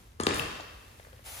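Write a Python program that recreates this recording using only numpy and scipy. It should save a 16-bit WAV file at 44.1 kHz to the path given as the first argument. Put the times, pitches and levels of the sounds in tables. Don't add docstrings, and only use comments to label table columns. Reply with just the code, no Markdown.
import sys
import numpy as np
from scipy import signal
from scipy.fft import rfft, irfft
from scipy.io import wavfile

SR = 44100
rng = np.random.default_rng(int(sys.argv[2]) if len(sys.argv) > 2 else 0)


def output_pcm(signal):
    pcm = np.clip(np.atleast_2d(signal).T, -1, 1) * 32767
    wavfile.write(sys.argv[1], SR, np.round(pcm).astype(np.int16))


N = 61739
T = np.arange(N) / SR
HZ = np.maximum(np.fft.rfftfreq(2 * N, 1 / SR), 1)


def from_db(db):
    return 10 ** (np.asarray(db) / 20)


def rms_one(x):
    return x / np.sqrt(np.mean(x ** 2) + 1e-20)


def level(rows):
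    return from_db(np.interp(T, *np.transpose(rows)))


def at_hz(points):
    f, value = np.transpose(points)
    return np.interp(np.log(HZ), np.log(f), value)


def shaped(x, gain):
    return irfft(rfft(x, 2 * N) * gain)[..., :N]


def panned(db):
    return from_db(np.array([[.5], [-.5]]) * db)


def stereo_noise(likeness):
    alike = np.clip(at_hz(likeness), -.99, .99)
    mid, side = rng.standard_normal((2, N))
    mid = shaped(mid, np.sqrt((1 + alike) / 2))
    side = shaped(side, np.sqrt((1 - alike) / 2))
    return np.array([mid + side, mid - side])


def burst(start, decay, hz, q):
    age = np.maximum(T - start, 0)
    slips = rng.choice([-1, 1], N) * (age > 0) * np.exp(-np.minimum(age / decay, 20))
    half_width = np.exp(.5 / q)
    edges = np.clip([hz / half_width, hz * half_width], 20, SR / 2 - 20)
    band = signal.butter(2, edges, "band", fs=SR, output="sos")
    ring = signal.sosfilt(band, slips + 1e-18)
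    return ring * np.sqrt(decay * SR / np.sum(ring ** 2))


# (frequency [Hz], level [dB per Hz])
VENT_COLOUR = [(20, -8), (35, -7), (52, 3), (80, 2.5), (108, -1), (150, -15), (300, -21), (500, -20.5),
               (900, -50), (2000, -38), (8000, -48)]
VENT_DB = -54.5
# (frequency [Hz], level [dB per Hz])
AIR_COLOUR = [(60, 2), (200, 9.5), (1000, 3.5), (3000, -1.5), (6000, -3.5), (8300, -4), (10000, -4.5),
              (12000, -4.5), (14000, -6.5), (16000, -21)]
# (time [s], level [dB])
AIR_LEVEL = [(0, -58), (.19, -67), (.5, -59.5), (1.0, -58), (1.4, -63.5)]
# (frequency [Hz], likeness [-1 to 1])
HALL_LIKENESS = [(60, 1), (150, 0.92), (300, 0.66), (600, 0.0054), (1100, -0.069), (1700, 0.16),
                 (2200, 0.45), (3000, -0.2), (4400, 0.45), (5400, 0.15), (6600, 0.17), (9000, 0.21),
                 (14000, 0.73)]


def background():
    vent = rms_one(shaped(stereo_noise(HALL_LIKENESS), from_db(at_hz(VENT_COLOUR))))
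    air = rms_one(shaped(stereo_noise(HALL_LIKENESS), from_db(at_hz(AIR_COLOUR))))
    return from_db(VENT_DB) * vent + level(AIR_LEVEL) * air


SPRAY_START_S, SPRAY_ATTACK_S = 1.2384, 0.026
SPRAY_DB, SPRAY_SWELL_DB_PER_S = -45, 14.5
# (frequency [Hz], level [dB per Hz])
SPRAY_COLOUR = [(120, -11), (300, -9), (520, -1), (780, 3.5), (1100, -2), (2300, 0.5), (3500, -1.5),
                (4700, -4), (7500, -1.5), (9500, 1.5), (12000, -3.5), (15000, -2.5), (16000, -21)]
# (frequency [Hz], left over right [dB])
SPRAY_PAN = [(300, 0), (800, 7), (1300, 4), (2400, 2), (3450, 6), (4400, 2.5), (5400, 2.5), (6600, 0.5),
             (15000, 0)]
# (frequency [Hz], likeness [-1 to 1])
SPRAY_LIKENESS = [(300, 0.54), (900, 0.74), (1600, 0), (2100, 0.4), (3200, -0.5), (4300, 0.85), (5100, .25),
                  (6600, 0.79), (14000, 1)]


def spray():
    age = np.maximum(T - SPRAY_START_S, 0)
    opening = np.minimum(age / SPRAY_ATTACK_S, 1)
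    flow = opening * from_db(SPRAY_DB + SPRAY_SWELL_DB_PER_S * age)
    colour = from_db(at_hz(SPRAY_COLOUR)) * panned(at_hz(SPRAY_PAN))
    return flow * rms_one(shaped(stereo_noise(SPRAY_LIKENESS), colour))


# (frequency [Hz], fall by 60 dB [s])
HALL_T60 = [(100, 0.6), (250, 0.83), (500, 1.1), (1200, 1.16), (2800, 1.08), (5500, 1.0), (9000, 0.57),
            (15000, 1.5)]
# (frequency [Hz], level [dB])
HALL_COLOUR = [(60, 4.5), (150, 1.5), (350, -7), (610, 2.5), (800, -2), (1180, -0.5), (1450, 1), (1900, 3),
               (2250, 1.5), (2680, 1), (3200, 2), (4000, -1.5), (5200, 1), (7000, 0), (14000, -10)]
# (frequency [Hz], left over right [dB])
HALL_PAN = [(100, -2), (300, 0), (700, 2.5), (1700, 0), (2700, 2), (3500, 0), (5000, 4.5), (7000, 1.5),
            (9000, 0)]
HALL_BUILD_S = 0.0092


def hall(x):
    noise, response = rfft(stereo_noise(HALL_LIKENESS), 2 * N), 0
    centres, t60s = np.transpose(HALL_T60)
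    for share, t60 in zip(np.eye(len(centres)), t60s):
        band = irfft(noise * np.interp(np.log(HZ), np.log(centres), share))[:, :N]
        decay = np.exp(-np.log(1000) * T / t60) * (1 - np.exp(-T / HALL_BUILD_S))
        response = response + band * decay / np.sqrt(np.sum(decay ** 2))
    colour = from_db(at_hz(HALL_COLOUR)) * panned(at_hz(HALL_PAN))
    return shaped(x, rfft(response, 2 * N) * colour)


def grains(curve, colour, per_s, spread_db):
    sizes = from_db(spread_db * np.minimum(rng.exponential(1, N), 3)) * rng.choice([-1, 1], N)
    clicks = sizes * (rng.random(N) < per_s / SR)
    return level(curve) * rms_one(shaped(clicks, from_db(at_hz(colour))))


# (time [s], level [dB])
RUSTLE = [(.195, -73), (.205, -32), (.26, -58), (.28, -39.5), (.32, -44.5), (.375, -39), (.41, -39.5),
          (.47, -53), (.62, -73), (.8, -75)]
# (frequency [Hz], level [dB per Hz])
RUSTLE_COLOUR = [(25, -25), (55, -9), (100, 8), (150, 5), (195, 6), (280, 1.5), (400, 1.5), (700, -2.5),
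                 (1200, 5), (2000, -11), (3200, -12.5), (5000, -14), (7000, -18), (9500, -11.5),
                 (12000, -36), (16000, -52)]
# (time [s], level [dB])
SIZZLE = [(.31, -81), (.34, -54), (.365, -47), (.397, -42.5), (.42, -52), (.47, -74), (.6, -71)]
# (frequency [Hz], level [dB per Hz])
SIZZLE_COLOUR = [(300, -48), (2000, -24), (6000, -16), (9500, 9), (12000, 13.5), (14500, 9), (16000, 8.5)]
GRAINS_PER_S, GRAIN_SPREAD_DB = 5000, 1
# (time [s], level [dB])
CRACKLE = [(.27, -75.5), (.285, -51), (.34, -43.5), (.385, -50), (.42, -55), (.52, -52), (.65, -70)]
# (frequency [Hz], level [dB per Hz])
CRACKLE_COLOUR = [(200, -16), (900, 0), (2700, 6), (4500, 1), (7000, -3.5), (10000, -11), (13000, -36)]
CRACKLES_PER_S, CRACKLE_SPREAD_DB = 140, 3.5


def wrinkles():
    rustle = grains(RUSTLE, RUSTLE_COLOUR, GRAINS_PER_S, GRAIN_SPREAD_DB)
    sizzle = grains(SIZZLE, SIZZLE_COLOUR, GRAINS_PER_S, GRAIN_SPREAD_DB)
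    crackle = grains(CRACKLE, CRACKLE_COLOUR, CRACKLES_PER_S, CRACKLE_SPREAD_DB)
    return rustle + sizzle + crackle


FLIP_RISE = 0.28


def flip(start, decay, hz, rough, fall, q):
    age = np.maximum(T - start, 0) / decay
    dying = np.exp(-np.minimum(age, 30))
    pitch = (age > 0) * hz * 2 ** (fall * dying ** 2)
    tone = np.sin(2 * np.pi * np.cumsum(pitch) / SR) * dying * (1 - np.exp(-age / FLIP_RISE))
    ring = tone * np.sqrt((1 - rough) * decay * SR / np.sum(tone ** 2))
    return ring + np.sqrt(rough) * burst(start, decay, hz, q)


# (time [s], level [dB], pitch [Hz], decay [s], level of the tick [dB], pitch of the tick [Hz])
FLAPS = [(0.2338, -33.5, 340, .004, -44, 1200), (.3065, -29, 376, 0.007, -37, 1510),
         (.598, -38.5, 642, .0045, -43, 1210), (.606, -41.5, 570, 0.0036, -46, 4840),
         (.9978, -44.5, 563, 0.0017, -53, 1820), (1.0482, -59, 590, .004, -51, 1300),
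         (1.0675, -49.5, 474, .0042, -61, 990), (1.084, -55.5, 560, .004, -67, 1200),
         (1.129, -54, 491, 0.012, -55, 1900), (1.1925, -54.5, 544, 0.0038, -60, 1090)]
FLAP_ROUGH, FLAP_FALL_OCTAVES, FLAP_Q = 0.26, 0.33, 1.02
FLAP_TICK_S, FLAP_TICK_Q = 0.0036, 1.34


def flaps():
    out = 0
    for s, db, hz, decay, tick_db, tick_hz in FLAPS:
        out = out + from_db(db) * flip(s, decay, hz, FLAP_ROUGH, FLAP_FALL_OCTAVES, FLAP_Q)
        out = out + from_db(tick_db) * burst(s, FLAP_TICK_S, tick_hz, FLAP_TICK_Q)
    return out


# (time [s], level [dB], pitch [Hz], decay [s], roughness [0-1], fall of the pitch [octaves])
CREASES = [(.2103, -28.5, 6600, .0007, .35, .7), (.2352, -26.5, 6600, .0008, .35, .7),
           (.2353, -40, 3270, .003, .2, 0), (.2564, -41, 7200, .001, .6, .2),
           (.2896, -32, 7100, .0013, .6, .2), (.2962, -28, 1050, .0016, .4, .3),
           (.3097, -25.5, 2200, .0005, .3, .6), (.3372, -34, 2800, .001, .4, .3),
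           (.3436, -33.5, 8400, .0026, .8, .2), (.3462, -33.5, 6800, .0012, .6, .3),
           (.3594, -37, 9200, .0019, .7, .1), (.3702, -39.5, 4000, .0027, .9, .3),
           (.3822, -39, 9500, .001, .6, .2), (.3952, -31.5, 11500, .00092, .7, .2),
           (.3958, -25.5, 2600, .0019, .15, .2), (1.0480, -50.5, 1450, .003, .15, .8)]
CREASE_Q = 1.86


def creases():
    out = 0
    for s, db, hz, decay, rough, fall in CREASES:
        out = out + from_db(db) * flip(s, decay, hz, rough, fall, CREASE_Q)
    return out


SHUDDER_START_S, SHUDDER_DB, SHUDDER_DECAY_S = .279, -36, 0.047
SHUDDER_HZ, SHUDDER_Q = 384, 1.2


def shudder():
    return from_db(SHUDDER_DB) * burst(SHUDDER_START_S, SHUDDER_DECAY_S, SHUDDER_HZ, SHUDDER_Q)


# (time [s], relative level [dB], brightness [dB per octave],
# level of the crack [dB], bending delay at 1 kHz [s], rebound delay [s])
POPS = [(0.1984, 2.4, -2, -42, .0029, 0.00168), (0.2668, 9.5, -1.13, -27.5, .0028, .00156)]
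# (frequency [Hz], relative level [dB])
POP_COLOUR = [(60, -17), (140, -10.5), (260, -3), (460, -1.5), (620, -18), (800, -10.5), (1000, -9.5),
              (1180, -3), (1480, -14), (1750, -8), (2100, -20.5), (2700, -20.5), (3300, -18.5), (4000, -20),
              (5000, -20), (5600, -27), (7000, -26.5), (9000, -27.5), (15000, -58)]
CRACK_DELAY_S, CRACK_S, CRACK_HZ, CRACK_Q = 0.0011, 0.0038, 3450, 1.53
SPIT_DB, SPIT_S, SPIT_HZ, SPIT_Q = -47.5, 0.0036, 10200, 1.6
REBOUND_DB, REBOUND_ABOVE_HZ = -1, 3000


def pops():
    out = 0
    for s, db, tilt_db, crack_db, bend_s, rebound_s in POPS:
        cycles = HZ * s + 2 * bend_s * np.sqrt(1000 * HZ)
        gain = 5 * from_db(db + at_hz(POP_COLOUR) + tilt_db * np.log2(HZ / 500))
        treble = 1 / (1 + (REBOUND_ABOVE_HZ / HZ) ** 4)
        rebound = from_db(REBOUND_DB) * treble * np.exp(-2j * np.pi * HZ * rebound_s)
        out = out + irfft(gain * (1 + rebound) * np.exp(-2j * np.pi * cycles))[:N]
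        crack_s = s + CRACK_DELAY_S
        out = out + from_db(crack_db) * burst(crack_s, CRACK_S, CRACK_HZ, CRACK_Q)
        out = out + from_db(db + SPIT_DB) * burst(crack_s, SPIT_S, SPIT_HZ, SPIT_Q)
    return out


# (frequency [Hz], left over right [dB])
FILM_PAN = [(100, 2.5), (300, 1.5), (600, 6.5), (1100, 0.5), (2200, 12.5), (4200, 7.5), (8000, 2),
            (15000, -0.5)]
FILM_LAG_S = 0.0002976
PORT_KNEE_HZ, PORT_LEAD_S = 6524, 0.000278
CREASE_HALL_DB, FLAP_HALL_DB = -1, -11


def film():
    clicks = wrinkles()
    pull = pops() + shudder() + clicks
    ticks, plops = creases(), flaps()
    lag_cycles = np.minimum(HZ, PORT_KNEE_HZ) * FILM_LAG_S * np.array([[0], [1]])
    lag = np.exp(-2j * np.pi * lag_cycles)
    direct = shaped(pull + ticks + plops, panned(at_hz(FILM_PAN)) * lag)
    return direct + hall(pull + from_db(CREASE_HALL_DB) * ticks + from_db(FLAP_HALL_DB) * plops)


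def scene():
    return film() + spray() + background()


LOW_CUT_HZ, CUTOFF_HZ = 35, 16000


def record(dry):
    lead_cycles = np.maximum(HZ - PORT_KNEE_HZ, 0) * PORT_LEAD_S * np.array([[0], [1]])
    ports = np.exp(2j * np.pi * lead_cycles)
    losses = np.sqrt((1 + (LOW_CUT_HZ / HZ) ** 8) * (1 + (HZ / CUTOFF_HZ) ** 300))
    return shaped(dry, ports / losses)


dry = scene()
out = record(dry)
output_pcm(out)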